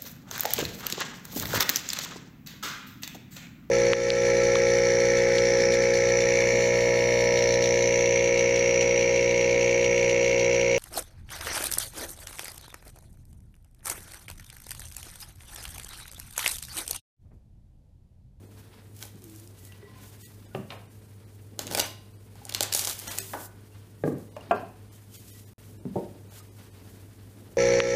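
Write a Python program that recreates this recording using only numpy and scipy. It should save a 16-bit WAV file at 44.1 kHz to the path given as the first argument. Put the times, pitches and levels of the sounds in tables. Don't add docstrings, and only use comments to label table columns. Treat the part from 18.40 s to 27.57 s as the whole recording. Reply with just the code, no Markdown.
import sys
import numpy as np
from scipy import signal
from scipy.fft import rfft, irfft, next_fast_len
from scipy.io import wavfile
from scipy.ndimage import uniform_filter1d

SR = 44100
rng = np.random.default_rng(int(sys.argv[2]) if len(sys.argv) > 2 else 0)


def output_pcm(signal):
    pcm = np.clip(np.atleast_2d(signal).T, -1, 1) * 32767
    wavfile.write(sys.argv[1], SR, np.round(pcm).astype(np.int16))


def elevation(decibels):
    levels = np.asarray(decibels, float)
    return 10 ** (levels / 20)


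N = 404397

# (time [s], peak level [dB])
HAND_TAPS = [
    (2.148, -19),
    (2.188, -27),
    (2.23, -33),
    (2.25, -44),
]
ROLL_TAPS = [
    (5.637, -12.5),
    (5.676, -13.5),
    (5.728, -24),
]
ROLL_END_TAPS = [
    (.748, -40),
    (1.62, -42),
    (7.454, -23.5),
]
ROLL_FLAT_TAPS = [
    (7.557, -16.5),
    (7.566, -18),
    (7.625, -31.5),
    (7.715, -52),
]


def rms_one(x):
    return x / np.sqrt(np.mean(x ** 2) + 1e-20)


def at_hz(points, hz):
    table_hz, values = np.array(points).T
    return np.interp(np.log(hz + 1), np.log(table_hz), values)


def colour(x, spectrum):
    size = next_fast_len(N)
    gain = elevation(at_hz(spectrum, np.fft.rfftfreq(size, 1 / SR)))
    return rms_one(irfft(rfft(x, size) * gain, size)[:N])


def drift(rate_hz):
    r = np.exp(-80 * np.pi * rate_hz / SR)
    slow = signal.lfilter([1], [1, -2 * r, r * r], rng.standard_normal(N // 40 + 2002))[2000:]
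    return np.interp(np.arange(N) / 40, np.arange(len(slow)), rms_one(slow))


def peak(x, hz, width_hz):
    r = np.exp(-np.pi * width_hz / SR)
    feedback = [1, -2 * r * np.cos(2 * np.pi * hz / SR), r * r]
    return signal.lfilter(np.array([1, 0, -1]) * (1 - r * r) / 2, feedback, x)


def effort(start, held, top_db, rise_db_per_s, fall_db_per_s):
    t = np.arange(0, N, 32)[:, None] / SR
    below_db = rise_db_per_s * np.clip(start - t, 0, None)
    below_db = below_db + fall_db_per_s * np.clip(t - start - held, 0, None)
    power = np.sum(elevation(2 * (top_db - below_db)), axis=1)
    return np.interp(np.arange(N) / 32, np.arange(len(t)), power)


def struck(taps, hz, mode_db, t60, rise_s, scatter=1):
    out = np.zeros(N)
    t = np.arange(int(min(t60.max(), .5) * SR)) / SR
    hz, mode_db, t60 = hz[:, None], mode_db[:, None], t60[:, None]
    phases = rng.random((len(taps), len(hz), 1))
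    for (s, tap_db), phase in zip(taps, phases):
        softer_db = max(other_db for other_s, other_db in taps if other_s <= s) - tap_db
        ring_db = mode_db - 0.8 * softer_db * np.log2(hz / 300) - 60 * t / t60
        rings = np.sum(elevation(ring_db) * np.sin(2 * np.pi * (hz * t + scatter * phase)), axis=0)
        rings *= 1 - np.exp(-t / rise_s)
        i = round(s * SR)
        out[i:i + len(t)] += (elevation(tap_db) * rings / np.abs(rings).max())[:N - i]
    return out


def air():
    # (frequency [Hz], density [dB per Hz])
    air_spectrum = [(12, -54), (20, -28), (39, -13.5), (53, -3), (74, -7.5), (107, 2), (150, -9),
                    (204, -6.5), (434, -17), (738, -26), (1030, -34.5), (6540, -47.5), (8890, -31.5),
                    (14300, -47), (16000, -29.5)]
    return elevation(-53.5) * colour(rng.standard_normal(N), air_spectrum)


def fridge():
    # (frequency [Hz], width [Hz], level [dB])
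    motor_lines = [(52, 10, -74), (101, 3.44, -51), (204.3, 4.55, -76), (437, 11.7, -68)]
    out = np.zeros(N)
    for hz, width_hz, line_db in motor_lines:
        cycles = np.cumsum(hz + 0.459 * width_hz * drift(width_hz)) / SR
        level_db = line_db + drift(3.9 * width_hz)
        out += np.sqrt(2) * elevation(level_db) * np.sin(2 * np.pi * cycles)
    return out


def shifting():
    # (time of full strength [s], held [s], rumble level [dB])
    nudges = [(0.02, 0.016, -50.5), (2.2, 0.078, -66), (3.3, 0.054, -39.5), (4.95, 0.1, -55),
              (5.8, 0.12, -55), (6.15, 0.029, -44), (7.55, 0.3, -50.5), (8.45, 0.18, -52.5),
              (8.1, 0.2, -57.5), (9.02, 0.11, -51), (7.3, 0.2, -52.5)]
    band = signal.butter(2, [115, 380], "band", fs=SR, output="sos")
    rumble = rms_one(signal.sosfilt(band, rng.standard_normal(N)))
    power = elevation(2 * -59) + effort(*np.transpose(nudges), rise_db_per_s=100, fall_db_per_s=97)
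    lumps_db = -4 + 4.05 * np.tanh(drift(34))
    return np.sqrt(power) * elevation(lumps_db) * rumble


def knock(taps, spectrum, t60_s, rise_s):
    hz = np.geomspace(125, 6500, 110) * (1 + .015 * rng.standard_normal(110))
    t60 = t60_s * (hz / 500) ** -.6
    mode_db = at_hz(spectrum, hz) + 10 * np.log10(hz / t60) + 0.67 * rng.standard_normal(110)
    return struck(taps, hz, mode_db, t60, rise_s)


def knocks():
    # (time [s], peak level [dB])
    pickup_taps = [
        (1.555, -44),
        (2.304, -25.5),
        (2.321, -29.5),
        (2.345, -43),
    ]
    blade_taps = [
        (4.934, -20.5),
    ]
    knife_taps = [
        (5.965, -29),
        (6.11, -10.5),
        (6.1145, -12.5),
        (6.125, -21),
        (6.228, -39),
    ]
    # (frequency [Hz], density [dB per Hz])
    hand_colour = [(76, -46), (130, 0.5), (200, 0.5), (270, -15), (380, -10), (646, -10.5), (753, -9.5),
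                   (904, -20), (1170, -16), (1690, -28), (2260, -25.5), (3400, -24.5), (4100, -43),
                   (5000, -36), (6500, -68), (11000, -120)]
    pickup_colour = [(180, -44), (300, -17), (749, -1.5), (871, -6.5), (1150, -7.5), (2000, -11),
                     (2500, -6), (3090, -11), (4250, -10), (4900, -24), (6000, -20), (7800, -68),
                     (13200, -120)]
    blade_colour = [(150, -41), (250, -3.5), (335, 2), (873, 3), (1180, -1), (1280, -4), (1840, -6),
                    (2180, -11), (6000, -29), (7800, -65), (13200, -120)]
    knife_colour = [(88, -42.5), (150, -18.5), (400, -7.5), (570, -3.5), (720, 1), (1120, -12.5),
                    (1410, -8.5), (1670, -17), (1860, -16.5), (2070, -19.5), (2750, -13), (3200, -27.5),
                    (4000, -40), (6000, -45), (7800, -74), (13200, -120)]
    roll_colour = [(71, -32), (120, -7.5), (200, -1), (296, -5), (372, -4), (560, -10.5), (846, -21),
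                   (994, -34), (1150, -19), (1280, -32), (1600, -25), (3000, -44), (3900, -43),
                   (6600, -120)]
    roll_end_colour = [(71, -34), (120, -2), (167, 10.5), (321, 2), (739, -48), (866, -17), (1500, -83),
                       (1950, -81), (3300, -120)]
    roll_flat_colour = [(71, -40), (120, -5), (194, -5), (285, -12.5), (386, -2), (456, -6), (560, -4),
                        (693, -3.5), (1000, -19.5), (1050, -52), (2500, -47), (3250, -71), (5500, -120)]
    hand = knock(HAND_TAPS, hand_colour, t60_s=0.055, rise_s=0.00035)
    knife = knock(pickup_taps, pickup_colour, t60_s=0.12, rise_s=0.00021)
    knife += knock(blade_taps, blade_colour, t60_s=0.13, rise_s=0.00032)
    knife += knock(knife_taps, knife_colour, t60_s=0.052, rise_s=0.0011)
    roll = knock(ROLL_TAPS, roll_colour, t60_s=0.046, rise_s=0.0015)
    roll += knock(ROLL_END_TAPS, roll_end_colour, t60_s=0.045, rise_s=0.0011)
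    roll += knock(ROLL_FLAT_TAPS, roll_flat_colour, t60_s=0.032, rise_s=0.0031)
    return signal.sosfilt(signal.butter(2, 125, "high", fs=SR, output="sos"), hand + knife + roll)


def clear_notes(taps, modes, level_db, rise_s):
    return elevation(level_db) * struck(taps, *np.transpose(modes), rise_s, scatter=.15)


def board():
    # (time [s], level [dB])
    knife_rings = [
        (5.965, -40),
        (6.11, -6.5),
        (6.1145, -13),
        (6.125, -17),
        (6.228, -27),
    ]
    # (frequency [Hz], level [dB], t60 [s])
    hand_modes = [(194, -5.5, 0.15), (382, -1, 0.17), (765, -1.5, 0.064), (996, -13, .09),
                  (1180, -16, 0.22)]
    knife_modes = [(316, -14, 0.16), (396, -9.5, 0.26), (420, -5, 0.28), (476, -23, 0.28), (691, 9, 0.085),
                   (867, -25, 0.11), (1166, -1, 0.14), (1250, -26, 0.16), (1383, -6, .2), (1590, -11, 0.3),
                   (2020, -20, 0.12), (248, -8.5, 0.091)]
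    roll_modes = [(146.3, -0.5, 0.24), (250.6, -4, 0.29), (338, -0.5, 0.18), (420, 0, 0.27),
                  (603, -8, 0.17), (840, -21, 0.18), (1190, -24, 0.24), (1610, -9.5, .05)]
    roll_end_modes = [(198, -2.5, 0.72), (255, -1, 0.22), (319, -10, 0.17), (386, -6, 0.27)]
    roll_flat_modes = [(154, -16, 0.35), (194.5, -3.5, 0.14), (335, -10, 0.21), (370, -2, .13),
                       (420, -6, 0.12), (466, -5, 0.18), (519, -5.5, 0.16), (710, 1.5, 0.073),
                       (923, -16.5, 0.25)]
    return (clear_notes(HAND_TAPS, hand_modes, -7.5, rise_s=0.001)
            + clear_notes(knife_rings, knife_modes, -7, rise_s=0.0003)
            + clear_notes(ROLL_TAPS, roll_modes, -5, rise_s=0.0019)
            + clear_notes(ROLL_END_TAPS, roll_end_modes, -5.5, rise_s=0.0016)
            + clear_notes(ROLL_FLAT_TAPS, roll_flat_modes, -6, rise_s=0.0024))


def glass():
    # (frequency [Hz], level [dB], t60 [s])
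    bowl_modes = [(1040, -5, 1), (1948, 9, 0.71), (1970, 11, 0.31)]
    # (time [s], level [dB])
    bowl_taps = [(.63, -62), (1.205, -62), (1.27, -56.5), (1.424, -54), (1.555, -64), (3.35, -48),
                 (4.68, -46), (6.531, -80), (6.712, -77), (6.9, -66)]
    # (time [s], level [dB], frequency [Hz], t60 [s])
    single_notes = [(0.624, -43, 1527, 0.027), (1.321, -54, 2740, 0.072), (1.427, -44.5, 406, 0.23),
                    (1.47, -60, 1040, 0.82), (1.555, -56, 1030, 0.48), (3.45, -53.5, 1040, 0.82),
                    (1.83, -61, 1940, 0.37), (6.941, -61.5, 1945, 0.37), (2.11, -59, 1450, .3),
                    (8.0, -54, 1240, 0.1), (1.553, -62, 2490, 0.045), (3.955, -50.5, 840, 0.029),
                    (4.015, -46.5, 820, 0.063), (4.06, -45, 780, 0.037), (4.791, -44, 386, 0.42),
                    (4.94, -46.5, 1510, 0.54), (4.94, -49, 1444, 0.53), (4.94, -39, 842, .2),
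                    (3.403, -38, 940, 0.17), (3.403, -43, 1420, 0.18), (3.42, -42, 2290, .12),
                    (5.966, -35.5, 610, 0.06), (5.966, -45.5, 2840, 0.016), (6.228, -35.5, 680, 0.13),
                    (5.32, -63, 2750, 0.22), (6.008, -47, 2800, 0.026), (6.53, -68, 3130, 0.36),
                    (6.711, -64, 3070, 0.59), (6.901, -76, 3160, 0.58)]
    out = struck(bowl_taps, *np.transpose(bowl_modes), rise_s=0.0036)
    for s, note_db, hz, t60 in single_notes:
        out += struck([(s, note_db)], *np.transpose([(hz, 0, t60)]), rise_s=0.0024)
    return out


def stretch():
    # (time [s], frequency [Hz], level [dB])
    pull_curve = [(0.8, 401, -59), (0.88, 323.6, -53), (0.968, 321.5, -51), (0.996, 330, -68),
                  (1.02, 335, -54.5), (1.162, 385, -70), (1.2, 420, -70)]
    t = np.arange(N) / SR
    curve_s, curve_hz, curve_db = np.transpose(pull_curve)
    phase = 2 * np.pi * np.cumsum(np.interp(t, curve_s, curve_hz)) / SR
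    level_db = np.interp(t, curve_s, curve_db)
    on = np.clip(np.minimum(t - curve_s[0], curve_s[-1] - t) / .02, 0, 1)
    return on * np.sqrt(2) * elevation(level_db) * (np.sin(phase) + elevation(-36) * np.sin(2 * phase))


def sliding():
    # (time of full strength [s], held [s], level [dB])
    slides = [
        (4.88, 0.066, -44),
        (5.0, .02, -48),
        (5.04, 0.021, -42),
    ]
    treble = signal.butter(2, 6500, "high", fs=SR, output="sos")
    hiss = rms_one(signal.sosfilt(treble, rng.standard_normal(N)))
    return np.sqrt(effort(*np.transpose(slides), rise_db_per_s=200, fall_db_per_s=800)) * hiss


def handling():
    # (time of full strength [s], held [s], bright rustle [dB], dull rustle [dB])
    hand_strokes = [(.18, 0.012, -60.5, -62), (.33, 0.038, -70, -59.5), (.57, .04, -57, -78),
                    (0.626, 0.0074, -48.5, -55), (.83, 0.22, -57.5, -70), (1.19, 0.1, -56, -67),
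                    (1.32, 0.29, -82, -64), (1.43, 0.012, -79, -70), (1.555, 0.067, -65, -66.5),
                    (1.62, 0.12, -58, -61.5), (1.821, 0.038, -52.5, -67), (1.9, 0.17, -66, -65),
                    (2.15, .01, -57.5, -61), (2.31, 0.022, -59, -56), (2.52, 0.0092, -63.5, -83),
                    (5.35, 0.028, -78, -61.5), (5.66, 0.023, -55.5, -66), (5.79, 0.018, -63.5, -78),
                    (5.965, 0.1, -79, -59), (6.112, .002, -67, -52.5), (6.15, 0.021, -61.5, -54.5),
                    (6.53, 0.044, -58, -64), (6.742, 0.035, -50.5, -85), (6.88, 0.12, -52.5, -84),
                    (7.201, 0.098, -59.5, -65.5), (7.549, 0.087, -61.5, -60), (7.93, 0.07, -53.5, -59.5),
                    (8.19, 0.046, -58.5, -60.5), (8.35, 0.21, -61.5, -64.5), (8.6, 0.52, -67, -66.5)]
    blade_strokes = [(3.2, 0.022, -46, -46), (3.27, .005, -56, -49), (3.308, .03, -45, -43),
                     (3.352, .01, -42, -40), (3.375, 0.065, -36.5, -40), (3.96, 0.11, -62, -60.5),
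                     (4.08, 0.092, -73, -55), (4.15, 0.015, -51, -42), (4.22, 0.015, -46.5, -37.5),
                     (4.328, .002, -37.5, -43), (4.35, 0.047, -29, -45), (4.42, .012, -37, -44.5),
                     (4.473, 0.028, -34.5, -44), (4.676, 0.048, -36.5, -42), (4.78, 0.024, -40.5, -48.5),
                     (4.55, .1, -47, -53), (4.84, 0.17, -51.5, -58.5), (5.0, 0.037, -54, -79)]
    hand, blade = np.transpose(hand_strokes), np.transpose(blade_strokes)
    levels_db = []
    for column, rest_db in ((2, -65.5), (3, -67)):
        power = elevation(2 * rest_db)
        power = power + effort(*hand[:2], hand[column], rise_db_per_s=324, fall_db_per_s=154)
        power = power + effort(*blade[:2], blade[column], rise_db_per_s=1299, fall_db_per_s=225)
        levels_db.append(10 * np.log10(power))
    return levels_db


def rustle():
    # (frequency [Hz], density [dB per Hz])
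    crinkle_spectrum = [(1800, -21), (2400, -19), (3680, -14.5), (4930, -12), (6560, -8), (13200, -8),
                        (15500, -10)]
    rub_spectrum = [(290, -2.5), (500, 1.5), (771, 0.5), (917, 2.5), (1260, -0.5), (1430, 1), (5000, -7),
                    (6500, -18.5), (11000, -120)]
    bright_db, dull_db = handling()
    sizes = elevation(3.6 * np.minimum(rng.exponential(1, N), 3)) * rng.choice([-1, 1], N)
    creases_per_s = 3500 * elevation(4 * drift(25))
    grains = rms_one(sizes * (rng.random(N) < creases_per_s / SR))
    grainy = np.clip((bright_db + 62) / 25, 0, .6)
    mix = np.sqrt(grainy) * grains + np.sqrt(1 - grainy) * rng.standard_normal(N)
    bright = elevation(bright_db + 1.8 * drift(27)) * colour(mix, crinkle_spectrum)
    bright += 2.04 * grainy * peak(bright, 2900, 1600)
    rub = colour(0.4 * mix + rng.standard_normal(N), rub_spectrum)
    return bright + elevation(dull_db + 3.45 * np.tanh(drift(26))) * rub


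def snaps(rows, splinter_db):
    # (frequency [Hz], width [Hz], level [dB])
    skin_modes = [(335, 250, 7), (598, 86, 14.5), (820, 83, 12.5), (1503, 110, 5)]
    bright, thud = np.zeros(N), np.zeros(N)
    t = np.arange(512) / SR
    for s, snap_db, hz, thud_db in rows:
        white = rng.standard_normal(512)
        burst = elevation(splinter_db) * white * elevation(-60 * t / .011)
        burst[:4] += [-.7, -.7, 1.6, .9]
        ringing = peak(burst, np.clip(hz, 1500, 14000), 0.89 * hz)
        burst = ringing + 0.12 * burst + 0.14 * np.diff(burst, prepend=0)
        lag = int(75 + 20 * np.tanh(white[-1]))
        burst += 0.28 * np.roll(burst, lag) * (t > lag / SR)
        i = round((s + .0006) * SR)
        bright[i:i + 512] += elevation(snap_db) * burst / np.abs(burst).max()
        thud[i] += elevation(snap_db + thud_db)
    skin = np.zeros(N)
    for k, (hz, width_hz, mode_db) in enumerate(skin_modes):
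        skin += (-1) ** k * elevation(mode_db) * peak(thud, hz, 0.78 * width_hz)
    bright = signal.lfilter(*signal.butter(2, 1350, "high", fs=SR), bright)
    return bright + elevation(15) * skin


def film_snaps():
    # (time [s], peak level [dB], centre frequency [Hz], drum-skin thud relative to the snap [dB])
    pulling = [(0.5646, -36, 7470, -27), (0.5904, -33, 9200, -22), (0.626, -23.5, 5100, -21),
               (0.6354, -29, 9390, -6), (0.6524, -32, 9400, -4), (0.7567, -43, 8820, -15),
               (0.82, -35.5, 9240, -31), (0.8405, -29, 12400, -42), (0.8974, -33, 9940, -29),
               (0.9512, -38, 7420, -25), (0.9602, -31, 10900, -33), (0.9764, -43, 11700, -28),
               (0.9981, -35, 11100, -32), (1.0745, -34, 7600, -33), (1.2506, -33.5, 9530, -34),
               (1.3219, -38, 2780, -18), (5.783, -39, 11500, -40), (5.9655, -40, 5000, -30),
               (6.009, -41, 6000, -30), (6.1145, -31.5, 6000, -27), (6.7436, -45, 3140, -25),
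               (7.9209, -49.5, 2420, 12)]
    first_slit = [(3.1914, -13.5, 4930, -6), (3.2011, -37, 4000, -22), (3.2163, -26, 6100, -25),
                  (3.2684, -19.5, 5040, -12), (3.2766, -26, 2770, -30), (3.3053, -32, 3000, -20),
                  (3.3118, -17, 4500, -5), (3.3222, -21, 4500, -15), (3.3265, -20, 7000, -8),
                  (3.3356, -20, 6000, -3), (3.3483, -7, 3370, -5.5), (3.35, -28, 4500, -13),
                  (3.3732, -10, 7000, -14), (3.3772, -20, 4500, 6), (3.3859, -10, 4500, -8),
                  (3.3953, -4, 4170, -7.5), (3.3985, -9, 4960, -13), (3.3995, -4.5, 4280, -33)]
    second_slit = [(4.0518, -23.5, 7500, -14), (4.068, -31.5, 6000, -10), (4.093, -17, 8000, -17),
                   (4.0957, -17.5, 2980, -20), (4.1078, -33, 6000, -25), (4.1233, -19, 3460, -12),
                   (4.14, -19.5, 4460, -19), (4.1477, -5, 4770, -24), (4.1574, -30, 5030, -25),
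                   (4.2068, 0, 5100, -12.5), (4.218, -26, 6000, -11), (4.222, -19, 4210, -22),
                   (4.224, -24, 9000, -28), (4.2274, -4.5, 7950, -39), (4.2323, -8, 5000, -19),
                   (4.3235, -18, 2960, -32), (4.326, -8, 5050, -41), (4.3364, -7, 5940, -49),
                   (4.348, -10, 7000, -10.5), (4.3482, -2.5, 8000, -33), (4.3635, -11, 7500, -40),
                   (4.375, -13, 7500, -53), (4.3929, -4.5, 6200, -25), (4.414, -15, 6350, -26),
                   (4.4397, -18, 6490, -41), (4.448, -10, 5020, -36), (4.4524, -13, 6600, -33),
                   (4.472, -10.5, 4600, -15), (4.4964, -16, 4860, -35), (4.5108, -17.5, 6000, -40),
                   (4.5904, -15.5, 9300, -33), (4.5979, -19, 9450, -28), (4.679, -14.5, 5300, -19),
                   (4.7776, -20, 5560, -10), (4.7851, -7.5, 7600, -36)]
    further_slit_snaps = [(3.4095, -17, 4500, -15), (3.414, -19, 6500, -8), (3.4015, -26, 4300, -17),
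                          (3.955, -38.5, 6500, -20), (4.2095, -25.5, 5500, -18.5), (4.3371, -14, 6000, -39),
                          (4.3502, -14, 9000, -22), (4.3518, -11, 5000, -29.5), (4.3955, -25, 12000, -39),
                          (4.398, -13, 12000, -40), (4.4775, -16, 6000, -35), (4.49, -17, 10000, -40),
                          (4.5702, -34, 8000, -35), (4.694, -22, 6000, -26), (4.716, -22, 6000, -30),
                          (4.803, -19, 7000, -30)]
    slitting = [*first_slit, *second_slit, *further_slit_snaps]
    return snaps(pulling, splinter_db=-5) + snaps(slitting, splinter_db=-8.5)


def kitchen(x):
    # (frequency [Hz], t60 [s])
    room_decay = [(100, 0.79), (300, 0.35), (800, 0.41), (2000, 0.48), (5000, 0.54), (14000, 0.25)]
    t = np.arange(int(.7 * SR)) / SR
    tail = np.zeros(len(t))
    for low in 60 * 2 ** np.arange(8):
        band = signal.butter(2, [low, 2 * low], "band", fs=SR, output="sos")
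        fade = elevation(-60 * t / at_hz(room_decay, 2.7 * low))
        tail += signal.sosfilt(band, rng.standard_normal(len(t))) * fade
    lines = signal.stft(tail, nperseg=2048, noverlap=1536)[2]
    power = uniform_filter1d(np.abs(lines) ** 2, size=5, axis=1) + 1e-20
    broad, narrow = uniform_filter1d(power, size=40, axis=0), uniform_filter1d(power, size=3, axis=0)
    tail = signal.istft(lines * np.sqrt(broad / narrow), nperseg=2048, noverlap=1536)[1][:len(t)]
    tail *= np.clip((t - .003) / 0.0021, 0, 1)
    return signal.fftconvolve(x, tail / np.sqrt(np.sum(tail ** 2)))[:N]


def scene():
    film, wood = film_snaps(), knocks()
    dull = signal.lfilter(*signal.butter(1, 1800, fs=SR), wood)
    room = kitchen(elevation(-10) * film + elevation(-7.5) * dull)
    table = elevation(-2.5) * wood + board() + shifting()
    sheet = film + rustle() + stretch() + sliding()
    return (air() + fridge() + table + glass() + sheet + room)[None]


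def thin_out(x):
    # (moment number [1024 samples each], thinned above [Hz])
    starved = [(3, 2100), (79, 500), (80, 500), (89, 1100), (102, 3800), (107, 2400), (123, 2400),
               (148, 4500), (161, 1700), (163, 2100), (202, 20), (207, 700), (254, 1200), (256, 1200),
               (264, 3600), (266, 3300), (280, 1400), (292, 700), (298, 700), (304, 1000), (318, 1000),
               (319, 1800), (340, 1900), (345, 2800), (349, 1300), (358, 1200)]
    out, hz = x.copy(), np.fft.rfftfreq(2048, 1 / SR)
    window = np.sqrt(np.hanning(2048))
    for moment, from_hz in starved:
        i = 1024 * moment - 957
        lines = rfft(x[i:i + 2048] * window)
        height = np.abs(lines) / uniform_filter1d(np.abs(lines), size=120) * (hz + 500) ** -.12
        high = hz > from_hz
        strongest = height > np.quantile(height[high], 1 - .05)
        strong = uniform_filter1d(1. * strongest, size=3) > 0
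        out[i:i + 2048] += window * irfft(lines * high * np.where(strong, .35, -1))
    return out


def roll_off(x):
    return signal.sosfilt(signal.butter(12, 16480, fs=SR, output="sos"), x)


def record(dry):
    # (start [s], end [s])
    gap = (7.1335, 7.1813)
    t = np.arange(N) / SR
    x = thin_out(dry[0])[None] * np.where((t > gap[0]) & (t < gap[1]), .005, 1)
    x = np.tanh(x)
    x = signal.sosfilt(signal.ellip(7, .5, 38, 15250, fs=SR, output="sos"), x)
    return roll_off(x)


dry = scene()
out = record(dry)
output_pcm(out)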